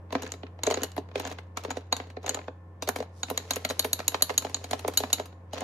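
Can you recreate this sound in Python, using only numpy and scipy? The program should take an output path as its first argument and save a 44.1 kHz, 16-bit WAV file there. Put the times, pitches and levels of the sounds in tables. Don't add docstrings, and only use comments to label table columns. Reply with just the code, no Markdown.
import sys
import numpy as np
from scipy import signal
from scipy.fft import rfft, irfft
from scipy.io import wavfile
from scipy.ndimage import uniform_filter1d

SR = 44100
rng = np.random.default_rng(int(sys.argv[2]) if len(sys.argv) > 2 else 0)


def unload_wav(signal):
    wavfile.write(
        sys.argv[1],
        SR,
        np.round(np.clip(np.atleast_2d(signal).T, -1, 1) * 32767).astype(np.int16),
    )


N = 248405

# t/s, middle ring level/dB, low ring relative to it/dB,
# top ring relative to it (brightness)/dB, plop level/dB, contact length factor
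SPOON_CLINKS = [(0.2214, -46.5, -22, -12, -43, 0.84), (0.232, -44.5, -3.5, -41, -44, 0.6),
                (0.276, -52, -6, -36, -52.5, 0.39), (0.3196, -35, -10, -21.5, -49.5, 0.16),
                (0.6344, -29.5, -3.5, -14, -34, 0.58), (0.6671, -28, -7, -27, -38.5, 0.66),
                (0.701, -38.5, -6, -29.5, -34.5, 0.5), (0.7207, -50, -4, -24, -46, 0.5),
                (0.7416, -30.5, -6, -29, -34.5, 0.6), (0.8186, -42.5, -14, -35, -53, 0.31),
                (0.8333, -31.5, -8.5, -6.5, -31.5, 0.926), (0.8449, -48.5, 2, -18, -50, 0.3),
                (0.9178, -57.5, -1, -23, -59.5, 0.32), (0.965, -72, 3, 2, -38.5, 0.88),
                (1.1977, -47, 1, -8.5, -32.5, 0.66), (1.22, -52, -12, -35, -69, 0.39),
                (1.241, -59, -13, -42, -44, 0.7), (1.251, -41, -11, -34, -35, 0.55),
                (1.274, -43.5, -14, -18, -40, 0.66), (1.324, -54.5, -15, -19, -47.5, 0.55),
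                (1.5727, -40.5, -1.5, -17.5, -33, 0.33), (1.6368, -55.5, -7, -11, -47, 0.86),
                (1.7049, -42, -17, -16.5, -31, 0.7), (1.7122, -38.5, -9, -33, -38.5, 0.6),
                (1.9255, -28, 6, -15.5, -29, 0.63), (1.966, -39, -9.5, -14.5, -42, 0.85),
                (2.263, -38, -3.5, -19, -37.5, 0.86), (2.2927, -25, -7.5, -19, -34, 0.64),
                (2.3453, -32, -6.5, -19.5, -35.5, 0.61), (2.8885, -31.5, -26, -3, -25.5, 0.61),
                (2.9597, -45, -11.0, -8, -31.5, 1.44), (3.232, -30, -0.5, -25, -37, 0.66),
                (3.3005, -44.5, -5, 2, -34.5, 0.87), (3.3756, -28, -0.5, -14.5, -37.5, 0.44),
                (3.5078, -31, 4.5, -7, -31.5, 0.62), (3.5345, -33.5, -27, -22, -45, 0.9),
                (3.5591, -38.5, -19, -4, -40, 0.89), (3.649, -38, 8, -7.5, -28.5, 0.65),
                (3.69, -38, -2, -27.0, -62, 1.4), (3.699, -43.5, 8.5, -4.0, -34.5, 1.4),
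                (3.794, -26.5, 4, -1, -33.5, 0.77), (3.825, -53, 12, -16.5, -54.5, 0.75),
                (3.845, -47, 0, 6, -31, 1.7), (3.9309, -25.5, 0, 0, -39.5, 0.58),
                (4.08, -21.5, -5, -5.5, -38.5, 0.61), (4.12, -57, 0, -7, -45.5, 0.68),
                (4.2224, -21.5, 2, 0.5, -34, 0.77), (4.341, -64.5, 0.0, -7, -46, 0.62),
                (4.3782, -18.5, -5.5, -11, -41, 0.68), (4.422, -56, -5.0, -7.0, -41.5, 1.0),
                (4.496, -63.5, -10, -11, -45.5, 0.48), (4.5448, -26.5, -2.5, -27.5, -39.5, 0.53),
                (4.5663, -50.5, -6.5, -22, -48, 0.76), (4.6419, -44.5, 1.5, -15.5, -40, 0.82),
                (4.7106, -38.0, 0, -9, -35, 0.74), (4.793, -51.5, 1.5, -8, -43.5, 0.76),
                (4.879, -39, -19, -4, -32, 0.96), (4.936, -52.5, 1, -10, -45.5, 2.3),
                (4.9733, -21, 0.2, -4, -40, 1.3), (5.1294, -19.5, -2.5, -8.5, -34, 1.1),
                (5.257, -64.5, 6, -6.5, -52, 0.91), (5.5434, -52, 5, -34, -47, 0.64),
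                (5.6069, -42.5, -21, -18, -42.5, 0.32)]
# t/s, plop level/dB, centre f/Hz, clack relative to the plop/dB,
# tick relative to the plop (hardness)/dB, level of the glass's thud/dB
FOAM_KNOCKS = [(0.108, -47.5, 726, -2, -22, -53.5), (0.1284, -30, 624, -7, -14.5, -36.5),
               (0.154, -24, 693, -5.5, -28, -25), (0.236, -42, 510, -13, -17, -37),
               (0.267, -44, 674, 5, -11, -43), (0.341, -43.5, 563, -2, -9.5, -47),
               (0.4365, -39, 510, -5, -51, -39), (0.468, -59.5, 950, 10, -31, -55),
               (0.593, -47, 630, -4, -25.5, -67), (0.6757, -21.5, 560.0, -10, -23, -31),
               (0.7041, -35, 620, -10.5, -12, -55), (0.7126, -23.0, 620, -11, -12, -42),
               (0.725, -30.5, 509, -5, -25, -60), (0.775, -29.5, 526, -6, -21, -38),
               (0.81, -49, 610, -12, -9, -57), (0.8216, -36.5, 474, -6, -19, -34.5),
               (0.9821, -28, 514, -13, -20, -29), (1.09, -52.5, 616, -2, -20, -62),
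               (1.116, -50.5, 693, -3, -23, -58), (1.1588, -27.5, 498, -3.5, -19, -37.5),
               (1.1828, -37, 484, -9, -14, -64), (1.269, -42, 606, -12, -12, -48),
               (1.317, -38, 550, -5, -12.5, -43), (1.388, -43.5, 660, 4, -14, -52),
               (1.5744, -30.5, 890, -28, -11.5, -37), (1.6518, -31.5, 636, -8, -19, -49),
               (1.685, -43, 560, -17, -35.5, -37), (1.697, -50, 610, -1, -25.5, -52),
               (1.761, -53, 654, -4, -13, -55.5), (1.7727, -31.5, 540, -9.5, -16.5, -38),
               (1.928, -30.5, 956, -2.5, -27, -48), (2.002, -36, 684, -1.5, -30, -41.5),
               (2.041, -49, 596, -9, -25, -60), (2.073, -51.5, 560, -10, -15, -53),
               (2.104, -51.5, 730, 1.5, -8, -52), (2.173, -35.5, 540, -7, -42, -42),
               (2.233, -54, 515, -15.5, -5, -63), (2.246, -37.5, 550, -13, -30, -57),
               (2.282, -34, 640, -1, -11, -69), (2.311, -39, 560.0, -2, -25, -49),
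               (2.3732, -34, 755, -14, -37.0, -49), (2.392, -39.5, 636, -3.5, -34, -49),
               (2.417, -53, 694, 3, -26, -58), (2.443, -55, 710, 0, -21, -60),
               (2.4838, -33.5, 609, -8.5, -44.5, -40.5), (2.8262, -32.5, 734, -17, -4.5, -39),
               (2.878, -33, 593, -7.5, -7.5, -51), (2.884, -33.5, 450, -17, -25, -54),
               (2.989, -41, 503, -9, -11, -40), (3.006, -29, 526, -12.5, -21, -36.5),
               (3.0274, -36.5, 765, -9, -18, -58), (3.234, -46, 900, 8, -10, -58),
               (3.287, -47, 710, 3, -25, -43), (3.3133, -30, 546, -22, -25, -35),
               (3.377, -43, 888, 9, -16, -56), (3.402, -51, 605, 1, -14, -45),
               (3.51, -39.5, 907, 8, 3, -59), (3.568, -32, 464, -2, -24, -36.5),
               (3.651, -37, 908, 7, -9, -51), (3.7091, -29, 702, -5.5, -10, -43),
               (3.8509, -27.5, 540, -6.5, -17, -38), (3.994, -38.5, 770, -1, -5, -39),
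               (4.0041, -33.5, 586, -2.5, -14, -44), (4.1467, -25, 687, -3, -14.5, -38),
               (4.211, -41.5, 660, -3, -13, -63), (4.297, -31.5, 840, -0.5, -15.0, -47),
               (4.304, -29, 577, -4, -14.5, -43), (4.4513, -29, 636, -11, -15, -39.5),
               (4.469, -41.5, 650.0, 0, -16, -45), (4.7346, -24.5, 578, -6, -13, -36),
               (4.8501, -28, 650, -13, -48, -54), (4.865, -45, 507, -17, -35, -39.5),
               (4.8844, -30, 562, -18, -42.5, -29.5), (5.0057, -30.5, 630, -15, -9.5, -40),
               (5.038, -28, 774, -4.5, -17.5, -33), (5.105, -44, 750, -1, -6, -62),
               (5.185, -44.5, 613, 3, -25.0, -44), (5.2002, -29, 620, -8.5, -16, -45),
               (5.329, -55, 696, -2, -24, -58), (5.5361, -32, 623, -18, -10.5, -40.5),
               (5.56, -43.5, 580, -7, -15, -46.0), (5.583, -39, 594, 0.5, -9, -46),
               (5.6204, -32, 537, -16.5, -41.0, -37)]
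HIT, LEAD = 4096, 512
PLOP_LAG_S = .003


def undb(db):
    return 10 ** (np.asarray(db) / 20)


def bins(size):
    return np.arange(size // 2 + 1) * SR / size


def colour(points, hz):
    f, db = np.transpose(points)
    return undb(np.interp(np.log(hz + 1), np.log(f), db))


def blow(x, db):
    energy = np.mean(np.sum(x ** 2, axis=-1))
    return x * undb(db) * np.sqrt(SR / 100 / energy)


def add(out, x, s):
    i = int(round(s * SR))
    a, b = max(i, 0), min(i + x.shape[1], N)
    if b > a:
        out[:, a:b] += x[:, a - i:b - i]


def port_noise(size, apart_hz, steepness=1.0):
    mid, side = rfft(rng.standard_normal((2, size)))
    share = np.minimum(bins(size) / apart_hz, 1) ** steepness
    return irfft((mid + np.outer([1, -1], share * side)) / np.sqrt(1 + share ** 2), size)


def walk(rate):
    k = int(SR / rate)
    steps = np.repeat(rng.standard_normal(N // k + 1), k)
    return 9.9 * uniform_filter1d(uniform_filter1d(steps, k), k)[:N]


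def crackle(rate, grain_s, spread_db):
    starts = rng.random(N) < rate / SR
    bursts = starts * undb(spread_db * np.minimum(rng.exponential(size=N), 3))
    return signal.lfilter([1], [1, -np.exp(-1 / (grain_s * SR))], bursts + 1e-18)


def appliance(air_db=-53):
    # f/Hz, rms level/dB
    hum_tones = [(88.8, -46), (177.6, -62.5), (312, -65.5), (525, -66), (1066, -72), (1770, -77.5)]
    # f/Hz, relative level per Hz/dB
    air_colour = [(25, -22), (50, -16), (80, 0), (125, 0), (200, -2), (300, -5), (520, -4.5), (800, -8),
                  (1020, -7), (1250, -15), (1800, -19), (2500, -27), (4000, -39), (6000, -40), (9000, -44),
                  (13000, -46), (16000, -54)]
    t = np.arange(N) / SR
    hum = 0
    for hz, db in hum_tones:
        strength = np.sqrt(2) * undb(db + 0.14 * walk(3.1))
        hum = hum + strength * np.sin(2 * np.pi * hz * t + 0.051 * walk(2.7))
    air = irfft(rfft(port_noise(N, apart_hz=1440)) * colour(air_colour, bins(N)), N)
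    return hum + air / np.std(air) * undb(air_db + 0.73 * walk(0.56))


def kitchen(x, near_db=-11, near_s=0.011):
    # f/Hz, level relative to the sound sent in/dB, time to fade by 60 dB/s
    room_bands = [(144, -19.5, 0.91), (265, -6, 0.22), (360, -5.5, 0.14), (482, -10, 0.11),
                  (1000, -11.5, 0.36), (2000, -13, .45), (3670, -11.5, 0.33), (6960, -20, 0.4),
                  (11500, -15, 0.22), (15400, -24.5, .16)]
    size = SR // 2
    t, hz = np.arange(size) / SR, bins(size)
    noise, response = rfft(port_noise(size, apart_hz=1400)), 0
    centres = np.log(np.array(room_bands)[:, 0])
    for (_, db, t60), corner in zip(room_bands, np.eye(len(room_bands))):
        band = np.interp(np.log(hz + 1), centres, corner)
        fade = undb(-60 * t / t60) * np.clip(t / 0.0036 - 1, 0, 1)
        response = response + irfft(noise * band, size) * undb(db) * fade / np.sqrt(np.sum(fade ** 2))
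    near = np.exp(-t / near_s) * (t > .002)
    response = response + port_noise(size, apart_hz=1520) * undb(near_db) * near / np.sqrt(np.sum(near ** 2))
    return signal.fftconvolve(x, response, axes=1)[:, :N]


def fizz(rate=5000, spread_db=4, grain_s=0.00059, shaken_db=-31, settle_s=0.043):
    # f/Hz, relative level per Hz/dB
    foam_colour = [(1200, -3.5), (2200, 2), (4000, 6.5), (5500, 12), (8300, 3.5), (10000, 5), (13000, -4),
                   (16000, -26)]
    beating_s = (3.17, 5.2)
    beaten_db, fade_s = -61.5, 0.026
    t = np.arange(N) / SR
    outside = np.abs(t - np.clip(t, *beating_s))
    beaten = undb(beaten_db) * np.exp(-outside / fade_s)
    shaken = sum(undb(db + shaken_db) * (t > s) * np.exp(-np.abs(t - s) / settle_s)
                 for s, db, *_ in SPOON_CLINKS)
    grains = crackle(rate, grain_s, spread_db)
    wash = irfft(rfft(grains * port_noise(N, apart_hz=5870)) * colour(foam_colour, bins(N)), N)
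    return wash / np.std(wash) * np.hypot(beaten, shaken)


def swirl(x, low_db=0.7, high_db=2, rate=12, split_hz=7000):
    low = signal.sosfilt(signal.butter(1, split_hz, fs=SR, output="sos"), x)
    lower, upper = (w / np.std(w) for w in (walk(rate), walk(rate)))
    return low * undb(low_db * lower) + (x - low) * undb(high_db * upper)


def vigour(s):
    # start t/s, end t/s, vigour/dB
    spoon_strokes = [(0.15, 0.271, -50.5), (0.662, 0.806, -46.5), (1.176, 1.292, -48.5), (1.6, 1.79, -58.5),
                     (1.973, 2.023, -59), (2.257, 2.35, -51.5), (2.85, 3.026, -63.5), (3.287, 5.227, -56.5),
                     (5.564, 5.606, -44.5)]
    rise_db_per_s, fall_db_per_s = 457.5, 172.5
    return np.max([db - rise_db_per_s * np.maximum(start - s, 0) - fall_db_per_s * np.maximum(s - end, 0)
                   for start, end, db in spoon_strokes], axis=0)


def grit(rate=2600, stir_db=0.5, drag_db=-16, drag_s=0.0037, grain_s=0.00062, spread_db=7.5):
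    # f/Hz, relative level/dB
    rub_colour = [(200, 5), (450, 24), (1000, 14), (2500, 15), (4000, 10), (5200, 7.5), (6800, 7.5),
                  (8500, -38), (12000, -13.5), (16000, -16.5)]
    t = np.arange(N) / SR
    stirring = undb(vigour(t) + stir_db)
    blows = [(s, db) for s, db, *_ in FOAM_KNOCKS] + [(s + PLOP_LAG_S, db) for s, *_, db, _ in SPOON_CLINKS]
    dragging = sum(undb(db + drag_db) * np.exp(-np.abs(t - s + drag_s) / drag_s) for s, db in blows)
    slips = 0
    for strength, per_s in ((stirring, rate), (dragging, 10 * rate)):
        grains = crackle(per_s, grain_s, spread_db)
        slips = slips + strength * grains / np.sqrt(np.mean(grains ** 2))
    tone = colour(rub_colour, bins(N))
    return irfft(rfft(slips * port_noise(N, apart_hz=2940)) * tone / np.sqrt(np.mean(tone ** 2)), N)


def cubes(hz, lowest_hz=1150, octaves=1.837, width_hz=260, plain=0.93, count=4):
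    centres = lowest_hz * 2 ** (octaves * (np.arange(count) + rng.random(count)) / count)
    return plain + np.sum(1 / (1 + 2j * (hz - centres[:, None]) / width_hz), axis=0)


def plop(db, centre_hz, clack_db, lowest_hz=260, slow_cycles=1.7, octaves=0.54, clack_s=0.0034,
         rattle=0.19, rattle_s=0.0046):
    # f/Hz, relative level/dB
    clack_colour = [(700, -16), (1350, 3), (1700, 6), (2400, 4), (3100, -1.5), (4200, 1.5), (6500, -16),
                    (13000, -54)]
    port_lag_s = .0001
    t, hz = np.arange(HIT) / SR, bins(HIT)
    cycles = slow_cycles * np.exp(0.195 * rng.standard_normal())
    lateness = cycles * (np.log(hz + 1) - hz / centre_hz)
    delay = np.exp(-2j * np.pi * (lateness + hz * LEAD / SR + rng.random()))
    shape = np.exp(-.5 * (np.log2((hz + 1) / centre_hz) / octaves) ** 2)
    shape = shape / np.sqrt(1 + (lowest_hz / (hz + 1)) ** 10)
    scatter = 1 + rattle * rfft(port_noise(HIT, apart_hz=1340) * np.exp(-t / rattle_s)) / 2
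    ports = np.exp(-1j * np.pi * np.outer([1, -1], hz) * port_lag_s)
    body = irfft(shape * delay * scatter * ports)
    burst = port_noise(HIT, apart_hz=1620) * np.exp(-t / clack_s)
    clack = irfft(rfft(burst) * colour(clack_colour, hz) * cubes(hz) * delay)
    return blow(body, db) + blow(clack, db + clack_db)


def churn(count=170, above_db=3, spread_db=3, centre_hz=640, clack_db=-8):
    out = np.zeros((2, N))
    times = (np.arange(count) + rng.random(count)) * N / SR / count
    for s, (size, pitch) in zip(times, rng.standard_normal((count, 2))):
        db = vigour(s) + above_db + spread_db * np.tanh(size)
        add(out, plop(db, centre_hz * np.exp(.3 * pitch), clack_db), s - LEAD / SR)
    return out


def thud(db, hz=270, t60=0.041, rise_s=0.0027, mat_db=-0.5):
    t = np.arange(HIT) / SR
    varied_hz = hz * np.exp(.055 * rng.standard_normal())
    note = np.sin(2 * np.pi * varied_hz * t) * undb(-60 * t / t60) * (1 - np.exp(-t / rise_s))
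    return blow(np.array([note, note]), db + mat_db)


def knocks(wall_clack_db=-2):
    wall_plop_hz, octaves_per_db = 529, .012
    thud_at_0_db, thud_growth = -15.5, 0.73
    out = np.zeros((2, N))
    ice = [(s, db, hz, clack_db, thud_db) for s, db, hz, clack_db, _, thud_db in FOAM_KNOCKS]
    wall = [(s + PLOP_LAG_S, db, wall_plop_hz * 2 ** (-octaves_per_db * db), wall_clack_db,
             thud_at_0_db + thud_growth * db) for s, *_, db, _ in SPOON_CLINKS]
    for s, db, hz, clack_db, thud_db in ice + wall:
        add(out, plop(db, hz, clack_db, lowest_hz=269.6), s - LEAD / SR)
        add(out, thud(thud_db), s)
    return out


def hollow(x):
    # f/Hz, width/Hz, level/dB
    cavity_bands = [(432, 50, -1), (507, 57, -0.5), (670, 120, -15), (1036, 46, -7), (1315, 24, -2.5)]
    ringing = (undb(db) * signal.lfilter(*signal.iirpeak(hz, hz / width, fs=SR), x)
               for hz, width, db in cavity_bands)
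    return x + sum(ringing)


def rim(count=9):
    # f/Hz, level relative to its cluster/dB, time to fade by 60 dB/s
    low_rim = [(3980, -25, .24), (4290, -26, .24)]
    middle_rim = [(6540, -29, .26), (6930, -25, 0.33), (7200, -29, .3), (7300, -31.5, .3)]
    top_rim = [(11500, -21, .26), (11750, -22, .26), (12700, -26.5, .22)]
    spread = .022
    out, t = np.zeros((2, N)), np.arange(2 * HIT) / SR
    for s, db, low_db, bright_db, _, _ in SPOON_CLINKS:
        for modes, cluster_db in ((low_rim, db + low_db), (middle_rim, db), (top_rim, db + bright_db)):
            for hz, mode_db, t60 in modes:
                offset, phase, port = rng.standard_normal((3, count, 1))
                partials = np.sin(2 * np.pi * (hz * (1 + spread * offset) * t + phase))
                note = (1 + np.outer([1, -1], port) / 2) @ partials
                add(out, blow(note * np.exp(-np.log(1000) * t / t60), cluster_db + mode_db), s)
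    return out


def touches(count=110, graze_db=-7, spread_db=4, ice_length=1.13):
    ice_ring_db = (-1.5, -6, -27.5)
    tick_at_0_db, tick_growth, tick_per_brightness = -16, 0.5, 0.43
    clink_edge_db, edge_per_brightness, ice_edge_db = 10.5, 0.76, -4.5
    wall = []
    for s, db, low_db, bright_db, _, length in SPOON_CLINKS:
        tick_db = tick_at_0_db + tick_growth * db + tick_per_brightness * bright_db
        edge_db = clink_edge_db + edge_per_brightness * bright_db
        wall.append((s, db + low_db, db, db + bright_db, tick_db, edge_db, length))
    ice = [(s - PLOP_LAG_S, db + hard_db) for s, db, _, _, hard_db, _ in FOAM_KNOCKS]
    times = (np.arange(count) + rng.random(count)) * N / SR / count
    grazes = zip(times, vigour(times) + graze_db + spread_db * np.tanh(rng.standard_normal(count)))
    return wall + [(s, *(db + np.array(ice_ring_db)), db, ice_edge_db, ice_length)
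                   for s, db in [*ice, *grazes]]


def bounce(x, length, gap_s=.0013, again_db=-4):
    lag = int(gap_s * length * rng.uniform(0.54, 0.8) * SR)
    second = np.pad(x, ((0, 0), (lag, 0)))[:, :x.shape[1]]
    return x + undb(again_db / length ** 2) * second


def ring(modes, length, rise_s, scatter_db=2, split=0.011, split_db=-9, count=7, detune=.004):
    t = np.arange(HIT) / SR
    stray = [(f * (1 + split * rng.standard_normal()), db + split_db, t60 / 2, port)
             for f, db, t60, port in rng.choice(modes, count)]
    hz, db, t60, port = np.vstack([modes, stray]).T[:, :, None]
    size, shift, start = rng.standard_normal((3, len(hz), 1))
    phase = 2 * np.pi * hz * (1 + detune * shift) * t + 1.88 * start
    fade = undb(db + scatter_db * size - 60 * t / (t60 * length)) * (1 - np.exp(-t / rise_s))
    return np.array([np.sum(fade * np.sin(phase + side * port / 2), axis=0) for side in (1, -1)])


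def clinks(tick_s=0.0093, crack_s=0.00042, crack_db=8,
           low_rise_s=0.0021, middle_rise_s=0.00039, top_rise_s=0.00018):
    # f/Hz, relative level/dB,
    # time to fade by 60 dB before stretching/s, phase between the microphone ports/rad
    low_modes = [(3020, -12, .015, -1), (3690, -9, .03, -2.4), (3860, -4, .02, -2), (3940, 0, .027, -1.6),
                 (4010, -10, .014, -2), (4355, 0, .026, -2.3), (4750, -11, .025, -2.4)]
    middle_modes = [(6330, -3, .013, 0), (6520, -1, .016, .3), (6800, 0, .02, .9), (6970, -2, .022, 1.1),
                    (7200, -11, .014, .3), (7640, -13, .025, -.3)]
    top_modes = [(11090, -9, .018, -.3), (11330, 0, .03, -1.1), (11530, 0, .03, -.9),
                 (11850, -9, .016, -.7), (12170, -13, .024, -.7)]
    # f/Hz, relative level/dB
    tick_colour = [(100, -54), (400, -10), (1200, -2.5), (2400, -6), (2900, 3.5), (3400, -1.5), (4600, 0),
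                   (5200, -3.5), (5800, 0), (7500, -11.5), (8500, -6), (9600, -9), (12400, -7.5),
                   (14500, -15), (16500, -26.5)]
    edge_from_hz, edge_full_hz = 8400, 8800
    stretch, length_power = 1.1, .75
    rings, ticks = np.zeros((2, 2, N))
    t, hz = np.arange(HIT) / SR, bins(HIT)
    for s, low_db, middle_db, top_db, tick_db, edge_db, length in touches():
        length = np.clip(length, .3, 2)
        clusters = ((low_modes, low_db, low_rise_s), (middle_modes, middle_db, middle_rise_s),
                    (top_modes, top_db, top_rise_s))
        for modes, db, rise_s in clusters:
            choked = ring(modes, stretch * length ** length_power, rise_s)
            add(rings, blow(bounce(choked, length), db), s)
        fade = np.exp(-t / (tick_s * length)) + undb(crack_db) * np.exp(-t / crack_s)
        tick = np.roll(port_noise(HIT, apart_hz=15000) * fade, LEAD, axis=1)
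        tone = colour(tick_colour, hz) * colour([(edge_from_hz, 0), (edge_full_hz, edge_db)], hz)
        add(ticks, blow(irfft(rfft(bounce(tick, length)) * tone), tick_db), s - LEAD / SR)
    return rings, ticks


def scene():
    rings, ticks = clinks()
    drink = hollow(undb(-2.0) * knocks() + churn() + grit())
    room = kitchen(undb(-2.0) * drink + undb(-4.5) * rings + undb(-0.5) * ticks)
    return drink + rings + undb(1.5) * ticks + room + rim() + swirl(fizz()) + appliance()


def record(dry):
    return signal.sosfilt(signal.ellip(8, .2, 70, 16000, fs=SR, output="sos"), dry)


dry = scene()
out = record(dry)
unload_wav(out)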